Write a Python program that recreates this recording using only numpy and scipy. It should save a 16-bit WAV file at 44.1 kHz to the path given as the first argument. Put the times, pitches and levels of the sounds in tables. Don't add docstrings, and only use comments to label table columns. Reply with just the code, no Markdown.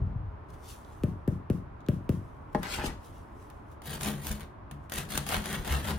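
import sys
import numpy as np
from scipy import signal
from scipy.fft import rfft, irfft, next_fast_len
from scipy.io import wavfile
from scipy.ndimage import uniform_filter1d

SR = 44100
rng = np.random.default_rng(int(sys.argv[2]) if len(sys.argv) > 2 else 0)


def generate_wav(sig):
    pcm = np.round(np.clip(np.atleast_2d(sig).T, -1, 1) * 32767).astype(np.int16)
    wavfile.write(sys.argv[1], SR, pcm)


N = 263718
TIME = np.arange(N) / SR

# start, fastest moment and end
# in seconds, then levels of crackle, rasp, board and table in dB.
KNIFE_STROKES = [(3.86, 3.95, 3.99, -44.5, -47, -45.5, -41.5), (4.015, 4.07, 4.16, -40, -44, -36, -48),
                 (4.24, 4.3, 4.37, -42.5, -51.5, -44.5, -35), (4.405, 4.41, 4.46, -59, -54, -48.5, -48.5),
                 (4.935, 4.978, 5.07, -41, -45.5, -42, -43.5), (5.11, 5.162, 5.225, -38.5, -43, -44, -44),
                 (5.285, 5.338, 5.43, -37.5, -37, -43, -38), (5.455, 5.53, 5.63, -41.5, -43, -39, -43),
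                 (5.665, 5.73, 5.85, -39.5, -39, -39, -34.5),
                 (5.845, 5.895, 5.95, -40, -38.5, -37.5, -31.5)]
LOAF_PUSHES = [(2.63, 2.642, 2.7, -49, -38.5, -54, -66), (2.67, 2.738, 2.848, -33.5, -45.5, -57, -59),
               (2.785, 2.795, 2.84, -63, -36.5, -44, -39.5), (2.84, 2.856, 2.923, -35, -44.5, -45, -40.5)]
# rise in dB, fall in dB, lag in seconds.
STROKE_ENVELOPES = [(5.3, 25, 0.0014), (5.2, 25.6, 0.0082), (5.9, 11.6, 0.012), (6.6, 16.4, 0.0019)]
PUSH_ENVELOPES = [(13.5, 58, 0.0044), (6, 15.5, 0.014), (5, 10, 0), (-2, 10, 0.0047)]
# start and end in seconds, crackle and rasp levels in dB.
BLADE_DRAGS = [(4.1, 4.398, -56.5, -59), (5.074, 6.1, -55, -55.5)]
# time in seconds, levels of bright splinter and lower crack in dB.
FLAKE_SNAPS = [(2.631, -31, -34.5), (3.501, -46.5, -53.5), (3.819, -44, -49), (3.9415, -40, -49),
               (4.0094, -28, -38), (4.0323, -23.5, -47), (4.0345, -29, -46), (4.059, -34, -33),
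               (4.0843, -39, -33), (4.2464, -36, -58), (4.2687, -24, -50), (4.3154, -26.5, -52),
               (4.397, -42, -62), (4.4075, -39, -45.5), (4.7119, -38, -45.5), (4.8974, -36.5, -47),
               (4.9208, -27.5, -34), (4.9381, -26, -50), (4.9584, -28, -48), (4.979, -26, -42),
               (4.984, -23, -35.5), (5.0886, -44, -53), (5.104, -34, -58), (5.12, -28, -40),
               (5.154, -30, -36), (5.1761, -15.5, -34), (5.1785, -39, -37), (5.266, -29.5, -37),
               (5.2895, -21.5, -39), (5.316, -32, -37), (5.3225, -32, -30), (5.3436, -29, -25),
               (5.42, -37.5, -52), (5.4408, -38, -39), (5.4575, -29, -34.5), (5.528, -27.5, -47),
               (5.544, -38, -32.5), (5.648, -36, -42), (5.6553, -41, -43), (5.6768, -31, -34),
               (5.724, -25, -41), (5.739, -33, -36), (5.894, -39, -36)]
# time in seconds, then the level of each of the three low modes in dB.
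BLADE_SNAGS = [(3.873, -49, -34.5, -61), (4.052, -36.5, -40, -28.5), (4.134, -52, -38, -43),
               (4.3, -34.5, -48, -36.5), (4.711, -40.5, -38, -45), (4.99, -50, -36, -47),
               (5.172, -56, -32.5, -46), (5.365, -53, -50, -37.5), (5.7, -22.5, -41, -43),
               (5.901, -27.5, -32, -36)]
# frequency in Hz, 60 dB decay time in seconds.
LOW_MODES = [(70.5, 0.57), (144, 0.52), (210, 0.41)]
# time in seconds, levels of note, tick and clack in dB, starting pitch in Hz,
# level of the glove's rub in dB, treble gain of the tick in dB.
KNUCKLE_BLOWS = [(1.0357, -18, -23, -19.5, 890, -66, 0), (1.2774, -18, -25.5, -29, 890, -66, 4.5),
                 (1.5004, -17.5, -23.5, -22.5, 914, -64, 0), (1.8862, -17, -22, -16, 883, -63.5, 2),
                 (2.0924, -17.5, -23, -19.5, 895, -61, 5.5)]
# time in seconds, levels of the blow and the loaf's note in dB.
LANDING_BLOWS = [(2.548, -17.5, -20), (2.553, -30.5, -42), (2.786, -30.5, -37), (2.838, -30, -27.5)]
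# start in seconds, level in dB, pitch in Hz.
SOFT_BUMPS = [(.016, -16, 78), (.032, -17, 83.2), (0.064, -21, 88), (0.157, -18.5, 97), (.263, -26, 60.3),
              (1.015, -28.5, 62), (2.58, -27.5, 55), (2.785, -28, 52), (2.869, -25, 48), (4.304, -30, 58.3),
              (4.973, -30, 51.7), (5.148, -28.5, 60.6), (5.368, -25.5, 52.2), (5.59, -23.5, 53.3)]
# time of most pressure in seconds, level in dB, length in seconds.
GLOVE_BRUSHES = [(0.502, -61, 0.031), (0.543, -60, 0.044), (0.703, -48, 0.17), (0.925, -66.5, 0.6),
                 (2.243, -74, 1), (2.532, -64, 0.018), (2.596, -60, 0.1), (3.06, -58.5, 0.13),
                 (3.173, -65, 0.26), (3.425, -67, 0.28), (3.553, -77, 0.49), (3.72, -65.5, 0.093),
                 (4.737, -66, 0.057), (4.843, -74, 0.15)]
# time in seconds, level in dB.
CRUST_CREAKS = [(0.848, -31), (1.806, -37), (1.815, -41), (1.864, -29)]

# frequency in Hz, level in dB, 60 dB decay time in seconds.
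LOAF_MODES = [(92, -21, 0.35), (141, -17, 0.3), (470, -29, 0.3), (591, -20, 0.13), (693, -26, 0.08),
              (1260, -25, 0.02)]
BOARD_MODES = [(140.3, 5.5, 0.12), (286, -1, 0.083), (347.5, -5, 0.2), (448, 1, 0.15), (603, 1, 0.17),
               (829, 10.5, 0.08), (1050, -1.5, 0.078), (1280, -26, 0.2), (1696, -3, 0.076),
               (1884, -3, 0.08), (2130, -14, 0.08), (2550, -17, 0.052)]
# centre frequency in Hz, bandwidth in Hz, peak gain in dB.
BOARD_RESONANCES = [(144.3, 15.4, 6.5), (170, 53, -9.5), (211.2, 7.5, 5), (270, 38, -12.5), (352, 32, -10),
                    (457, 17, -10.5)]
TABLE_RESONANCES = [(46.3, 16, -6.5), (71.25, 5.7, 17), (99.5, 5.3, -15)]
RASP_RESONANCES = [(600, 30, -3), (828, 30, -4), (1568, 24, -6), (1745, 30, -3), (1925, 34, -4),
                   (2090, 30, -6), (2960, 60, -8), (4190, 70, -8)]
CLACK_RESONANCES = [(850, 450, 2.5), (1550, 550, 4.5), (2550, 600, 6)]
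CREAK_RESONANCES = [(3620, 840, 6.5), (6170, 700, -3)]
HELD_LOAF_RESONANCES = [(67.4, 13.5, 12.5), (105.4, 176, -3.5)]
# frequency in Hz, spectral density level in dB.
CUT_RASP_SPECTRUM = [(200, -10), (350, -10), (480, -6.5), (650, -2), (1100, -5.5), (1800, -3.5),
                     (2500, -12), (3300, -8), (4500, -14.5), (7000, -24)]
CUT_CRACKLE_SPECTRUM = [(800, -2.5), (2350, 0), (4100, -2.5), (4710, -4.5), (5730, -4.5), (6630, -0.5),
                        (7930, -5.5), (8650, -0.5), (9600, 3), (12000, -9), (14700, -1.5), (16000, -14)]
FLAKE_SPECTRUM = [(800, -13.5), (3000, -9), (7500, -3), (9600, -1), (12000, 2), (15000, 3), (16000, -7)]
TICK_SPECTRUM = [(400, -12), (900, -3), (1600, 4.5), (2800, -6), (3800, -18), (7000, -14.5), (10000, -10),
                 (15000, -14), (18000, -20)]
THUD_SPECTRUM = [(80, -13), (250, -36), (450, -15), (850, -1.5), (1150, -5), (1800, -13), (2400, -23.5),
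                 (4200, -25.5), (7000, -34.5), (16000, -43)]
SLIDE_RASP_SPECTRUM = [(200, -24), (350, -3.5), (600, -7), (950, -1), (1600, -2), (2200, -6.5), (3000, -14),
                       (4500, -20), (7000, -35)]
SLIDE_CRACKLE_SPECTRUM = [(1200, -3), (2500, 5), (3600, 1.5), (4700, 1.5), (6000, -3.5), (7400, -2),
                          (9000, -4.5), (11500, -13), (15000, -11), (16000, -28)]
GLOVE_SPECTRUM = [(1290, -19), (2200, -3), (3330, -0.5), (4310, -5), (5910, -2.5), (8240, -5.5), (9500, -2),
                  (14200, -10), (16000, -9.5)]
HUM_SPECTRUM = [(12, -47.5), (20, 0.5), (81, 8), (193, -6.5), (277, -3), (357, -6), (434, -7), (499, -13),
                (574, -7.5), (780, -8.5), (1030, -6.5), (3740, -39), (8180, -55), (9400, -53), (16000, -64)]

# delay in seconds, signed gain.
WALL_ECHOES = [(0.0165, -0.17), (0.0229, 0.12), (0.0311, -0.18), (0.0394, -0.135), (0.0424, 0.25),
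               (0.0505, -0.2), (0.0733, -0.125), (0.0765, 0.125), (0.0964, 0.08), (0.119, 0.115)]
# frequency in Hz, 60 dB decay time in seconds, level in dB.
ROOM_DECAY = [(110, 0.77, 0.5), (230, 0.48, -4), (450, 0.37, -0.5), (1500, 0.34, 5), (14400, 0.33, -2.5)]
# frequency in Hz, correlation from -1 to 1.
DIFFUSE_COHERENCE = [(60, 1), (130, 0.89), (290, 0.67), (640, -0.12), (3000, 0.28), (8000, -0.41),
                     (13000, 0.93)]
# frequency in Hz, left minus right level in dB.
LEVEL_DIFFERENCE = [(85, 2), (350, 4), (700, 5.5), (1400, 1.5), (2800, 0.5), (5600, 3.5), (10000, 1),
                    (14000, -0.5)]

ONSET_S = 0.035


def sawing():
    crackle, rasp, board, table = movement(KNIFE_STROKES, STROKE_ENVELOPES)
    drag = 0
    for start, end, crackle_db, rasp_db in BLADE_DRAGS:
        contact = np.clip(np.minimum(TIME - start, end - TIME) / ONSET_S, 0, 1)
        drag = drag + from_db([[crackle_db], [rasp_db]]) * contact
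    crackle, rasp = np.hypot([crackle, rasp], drag)
    catches = catch_train(per_s=145, jitter=0.35, uneven_db=3.4)
    return scrape([crackle, rasp, board, table], CUT_RASP_SPECTRUM, CUT_CRACKLE_SPECTRUM, catches,
                  grains_per_s=3000, burst_s=0.01, steady=0.55, scatter_db=5.5)


def scrape(gains, rasp_spectrum, crackle_spectrum, catches, grains_per_s, burst_s, steady, scatter_db):
    crackle_gain, rasp_gain, board_gain, table_gain = gains
    bursts = rms_one(signal.lfilter([1], [1, -np.exp(-1 / (burst_s * SR))], catches + 1e-18))
    fractures = grains(grains_per_s, spread_db=4) * (steady + bursts)
    cracks = even(wandering(fractures, scatter_db))
    crackle = crackle_gain * colour(cracks, crackle_spectrum)
    rough = colour(cracks, rasp_spectrum)
    rasp = rasp_gain * even(rough + resonate(rough, RASP_RESONANCES))
    jolts = rms_one(catches) + cracks[0]
    board = board_gain * even(resonate(jolts, BOARD_RESONANCES))
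    table = table_gain * even(resonate(jolts, TABLE_RESONANCES), size=1800)
    return crackle + rasp + board + table


def movement(moves, envelopes, rise_curve=1.02, fall_curve=1.56):
    gains = []
    for layer, (rise_db, fall_db, lag_s) in enumerate(envelopes):
        t, power = TIME[::32] - lag_s, 0
        for start, fastest, end, *levels in moves:
            before = np.maximum(fastest - t, 0) / max(fastest - start, ONSET_S)
            after = np.maximum(t - fastest, 0) / max(end - fastest, ONSET_S)
            hold = np.clip((t - start) / ONSET_S + 1, 0, 1)
            db = levels[layer] - rise_db * before ** rise_curve - fall_db * after ** fall_curve
            power = power + (hold * from_db(db)) ** 2
        gains.append(np.interp(TIME, t + lag_s, np.sqrt(power)))
    return gains


def chips():
    bite, press, *_ = movement(KNIFE_STROKES, STROKE_ENVELOPES)
    flakes = bite * rms_one(catch_train(per_s=42, jitter=0.54, uneven_db=5.8))
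    flakes = wandering(flakes, scatter_db=2, t60_s=0.014)
    bits = press * rms_one(catch_train(per_s=45, jitter=0.55, uneven_db=8))
    bits = wandering(bits, scatter_db=0, t60_s=0.014)
    return from_db(-8) * colour(flakes, FLAKE_SPECTRUM) + from_db(-5) * colour(bits, CUT_RASP_SPECTRUM)


def crumb_muffling(x, first_cut_s=3.35, open_db=3, loss_db_per_s=3):
    treble_db = open_db - loss_db_per_s * np.maximum(TIME - first_cut_s, 0)
    return shelf(x, treble_db, above_hz=7960)


def snaps():
    times, splinter_db, crack_db = np.transpose(FLAKE_SNAPS)
    splinter = wandering(clicks(times, splinter_db + 14), scatter_db=12, t60_s=0.022)
    crack = wandering(clicks(times, crack_db + 23), scatter_db=9, t60_s=0.063)
    return colour(splinter, CUT_CRACKLE_SPECTRUM) + colour(crack, CUT_RASP_SPECTRUM)


def snags(swell_s=0.0078):
    times, *levels = np.transpose(BLADE_SNAGS)
    t, out = TIME[:SR], 0
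    for db, (hz, t60) in zip(levels, LOW_MODES):
        envelope = (1 - np.exp(-t / swell_s)) * from_db(-60 * t / t60)
        out = out + convolve(clicks(times, db), envelope * np.sin(2 * np.pi * hz * t))
    return out


def knocks(rub_peak_s=0.04):
    times, note_db, tick_db, clack_db, _, rub_db, treble_db = np.transpose(KNUCKLE_BLOWS)
    note = woody = 0
    for at, db, _, _, hz, *_ in KNUCKLE_BLOWS:
        wave = bending_wave(start_hz=hz, spread_s=0.002053, rise_s=0.0018, length_s=0.0198)
        note = note + convolve(clicks([at], db), wave)
    for hz, mode_db, t60 in LOAF_MODES:
        uneven_db = 2 * rng.standard_normal(len(times))
        woody = woody + ring(clicks(times, note_db + mode_db + uneven_db), hz, t60)
    tick = wandering(clicks(times, tick_db + 2), scatter_db=6, t60_s=0.05)
    tick = shelf(colour(tick, TICK_SPECTRUM), np.interp(TIME, times, treble_db), above_hz=9000)
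    clack = resonate(clicks(times, clack_db), CLACK_RESONANCES)
    lift = TIME[:SR // 3] / rub_peak_s
    rub_gain = convolve(clicks(times, rub_db), (lift * np.exp(1 - lift)) ** 2)
    rub = rub_gain * colour(rms_one(diffuse(N)), GLOVE_SPECTRUM)
    return note + woody + tick + clack + rub


def bending_wave(start_hz, spread_s, rise_s, length_s):
    t = TIME[:SR // 20]
    phase = 2 * np.pi * start_hz * spread_s * np.log1p(t / spread_s)
    envelope = (1 - np.exp(-(t / rise_s) ** 2)) * np.exp(-(t / length_s) ** 10)
    return -np.sin(phase) * envelope


def landing():
    times, blow_db, loaf_db = np.transpose(LANDING_BLOWS)
    hits = clicks(times, blow_db)
    board = sum((-1) ** k * from_db(db - 15) * ring(hits, hz, t60)
                for k, (hz, db, t60) in enumerate(BOARD_MODES))
    wave = bending_wave(start_hz=1017, spread_s=0.00263, rise_s=0.0017, length_s=0.014)
    loaf = convolve(clicks(times, loaf_db), wave)
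    thud = from_db(12) * colour(scatter(hits, scatter_db=10, t60_s=0.057), THUD_SPECTRUM)
    return thud + board + loaf


def sliding():
    gains = movement(LOAF_PUSHES, PUSH_ENVELOPES)
    catches = catch_train(per_s=260, jitter=0.5, uneven_db=4.2)
    return scrape(gains, SLIDE_RASP_SPECTRUM, SLIDE_CRACKLE_SPECTRUM, catches,
                  grains_per_s=7000, burst_s=0.011, steady=0.67, scatter_db=6.5)


def bumps(swell_s=0.0061):
    out = np.zeros(N)
    for start, db, hz in SOFT_BUMPS:
        t = np.maximum(TIME - start, 0)
        envelope = (t / swell_s) ** 2 * np.exp(2 - 2 * t / swell_s)
        out -= from_db(db - 1) * envelope * np.sin(2 * np.pi * hz * t)
    return out


def grip(start_db=-36, settle_db_per_s=32):
    rumble = resonate(resonate(rng.standard_normal(N), HELD_LOAF_RESONANCES), HELD_LOAF_RESONANCES)
    return from_db(start_db - settle_db_per_s * TIME) * even(rumble)


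def gloves(rise_share=0.51, swing_db=19):
    touch = 0
    for peak_s, db, length_s in GLOVE_BRUSHES:
        away = np.maximum((peak_s - TIME) / rise_share, (TIME - peak_s) / (1 - rise_share)) / length_s
        touch = touch + from_db(db - swing_db * np.minimum(away, 10))
    rustle = even(wandering(grains(per_s=6000, spread_db=3.5), scatter_db=0), size=3000)
    return touch * colour(rustle, GLOVE_SPECTRUM)


def creaks():
    times, db = np.transpose(CRUST_CREAKS)
    return resonate(scatter(clicks(times, db), scatter_db=5, t60_s=0.018), CREAK_RESONANCES)


def room(x, wet_db=-12, build_s=0.0034, echo_cut_hz=330):
    size = SR * 2 // 3
    t, noise = TIME[:size], rfft(diffuse(size))
    hz = np.arange(noise.shape[1]) * SR / size
    centres_hz = np.array(ROOM_DECAY)[:, 0]
    tail = 0
    for share, (_, t60, db) in zip(np.eye(len(ROOM_DECAY)), ROOM_DECAY):
        band = at_hz(list(zip(centres_hz, share)), hz)
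        tail = tail + irfft(noise * band, size) * from_db(db - 60 * t / t60)
    tail = tail * (1 - np.exp(-t / build_s))
    walls = np.zeros(size)
    for delay_s, gain in WALL_ECHOES:
        walls[round(delay_s * SR)] = gain
    walls = rolloff(walls, "low", echo_cut_hz, order=2)
    return x + convolve(x, from_db(wet_db) * tail / np.linalg.norm(tail[0]) + walls)


def ventilation(level_db=-46.5):
    noise = diffuse(next_fast_len(N))[:, :N]
    return from_db(level_db) * rms_one(colour(noise, HUM_SPECTRUM, size=8192))


def microphones(x, right_lag_s=13.7e-6):
    hz = np.arange(N // 2 + 1) * SR / N
    delay = np.exp(-2j * np.pi * hz * right_lag_s)
    lean = from_db(at_hz(LEVEL_DIFFERENCE, hz) / 2)
    return irfft(rfft(x) * np.array([lean, delay / lean]), N)


def scatter(x, scatter_db, t60_s, size=2048):
    spray = diffuse(size) * from_db(-60 * TIME[:size] / t60_s)
    response = from_db(scatter_db) * spray / np.linalg.norm(spray[0])
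    response[:, 0] += 1
    return convolve(x, response / np.linalg.norm(response[0]))


def wandering(x, scatter_db, t60_s=0.033, size=2048):
    out, window = np.zeros((2, N)), np.sqrt(np.hanning(2 * size))
    decay = from_db(-60 * TIME[:size] / t60_s)
    for i in range(0, N - size, size):
        spray = diffuse(size) * decay
        here = x[i:i + 2 * size] * window[:N - i]
        heard = convolve(here, spray / np.linalg.norm(spray[0]))[:, :N - i]
        out[:, i:i + heard.shape[1]] += heard
    return (x + from_db(scatter_db) * out) / np.hypot(1, from_db(scatter_db))


def diffuse(size):
    mid, side = rfft(rng.standard_normal((2, size)))
    alike = np.clip(at_hz(DIFFUSE_COHERENCE, np.arange(len(mid)) * SR / size), -1, 1)
    return irfft(np.sqrt(1 + alike) * mid + np.sqrt(1 - alike) * side * [[1], [-1]], size) / np.sqrt(2)


def grains(per_s, spread_db):
    sizes = from_db(spread_db * np.minimum(rng.exponential(1, N), 4))
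    return rms_one(sizes * rng.choice([-1, 1], N) * (rng.random(N) < per_s / SR))


def catch_train(per_s, jitter, uneven_db, count=2000):
    times = np.cumsum(np.exp(jitter * rng.standard_normal(count)) / per_s)
    force_db = uneven_db * rng.uniform(-0.12, 1, count)
    inside = times < TIME[-1]
    return clicks(times[inside], force_db[inside])


def clicks(times, db):
    out = np.zeros(N)
    out[np.clip(np.round(np.asarray(times) * SR).astype(int), 0, N - 1)] = from_db(db)
    return out


def ring(hits, hz, t60):
    t = TIME[:SR // 3]
    return convolve(hits, from_db(-60 * t / t60) * np.sin(2 * np.pi * hz * t))


def resonate(x, resonances):
    out = 0
    for hz, width_hz, db in resonances:
        r = np.exp(-np.pi * width_hz / SR)
        feedback = [1, -2 * r * np.cos(2 * np.pi * hz / SR), r * r]
        out = out + from_db(db) * (1 - r * r) / 2 * signal.lfilter([1, 0, -1], feedback, x + 1e-18)
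    return out


def colour(x, spectrum, size=4096):
    magnitude = from_db(at_hz(spectrum, np.arange(size // 2 + 1) * SR / size))
    cepstrum = irfft(np.log(magnitude))
    cepstrum[1:size // 2] *= 2
    cepstrum[size // 2 + 1:] = 0
    response = irfft(np.exp(rfft(cepstrum)))
    return convolve(x, response / np.linalg.norm(response))


def shelf(x, db, above_hz):
    return x + rolloff(x, "high", above_hz, order=1) * (from_db(db) - 1)


def rolloff(x, kind, hz, order):
    return signal.sosfilt(signal.butter(order, hz, kind, fs=SR, output="sos"), x)


def convolve(x, response):
    return signal.oaconvolve(np.atleast_2d(x), np.atleast_2d(response), axes=1)[:, :N]


def even(x, size=1500):
    power = np.mean(np.atleast_2d(x) ** 2, axis=0)
    return x / np.sqrt(uniform_filter1d(power, size) + 1e-12)


def at_hz(points, hz):
    known_hz, values = np.transpose(points)
    return np.interp(np.log(np.maximum(hz, 1)), np.log(known_hz), values)


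def rms_one(x):
    return x / np.sqrt(np.mean(x ** 2) + 1e-20)


def from_db(db):
    return 10 ** (np.asarray(db) / 20)


def scene():
    slide, saw = sliding(), sawing()
    handling = grip() + knocks() + bumps() + gloves() + creaks() + landing() + slide
    cutting = crumb_muffling(saw + chips()) + snaps()
    hum = ventilation()
    return microphones(room(cutting + handling) + snags()) + hum


def record(dry, low_cut_hz=28, left_cut_hz=24, top_hz=16000):
    left, right = rolloff(dry, "high", low_cut_hz, order=2)
    left = rolloff(left, "high", left_cut_hz, order=1)
    return signal.sosfilt(signal.ellip(10, 0.2, 80, top_hz, fs=SR, output="sos"), [left, right])


dry = scene()
out = record(dry)
generate_wav(out)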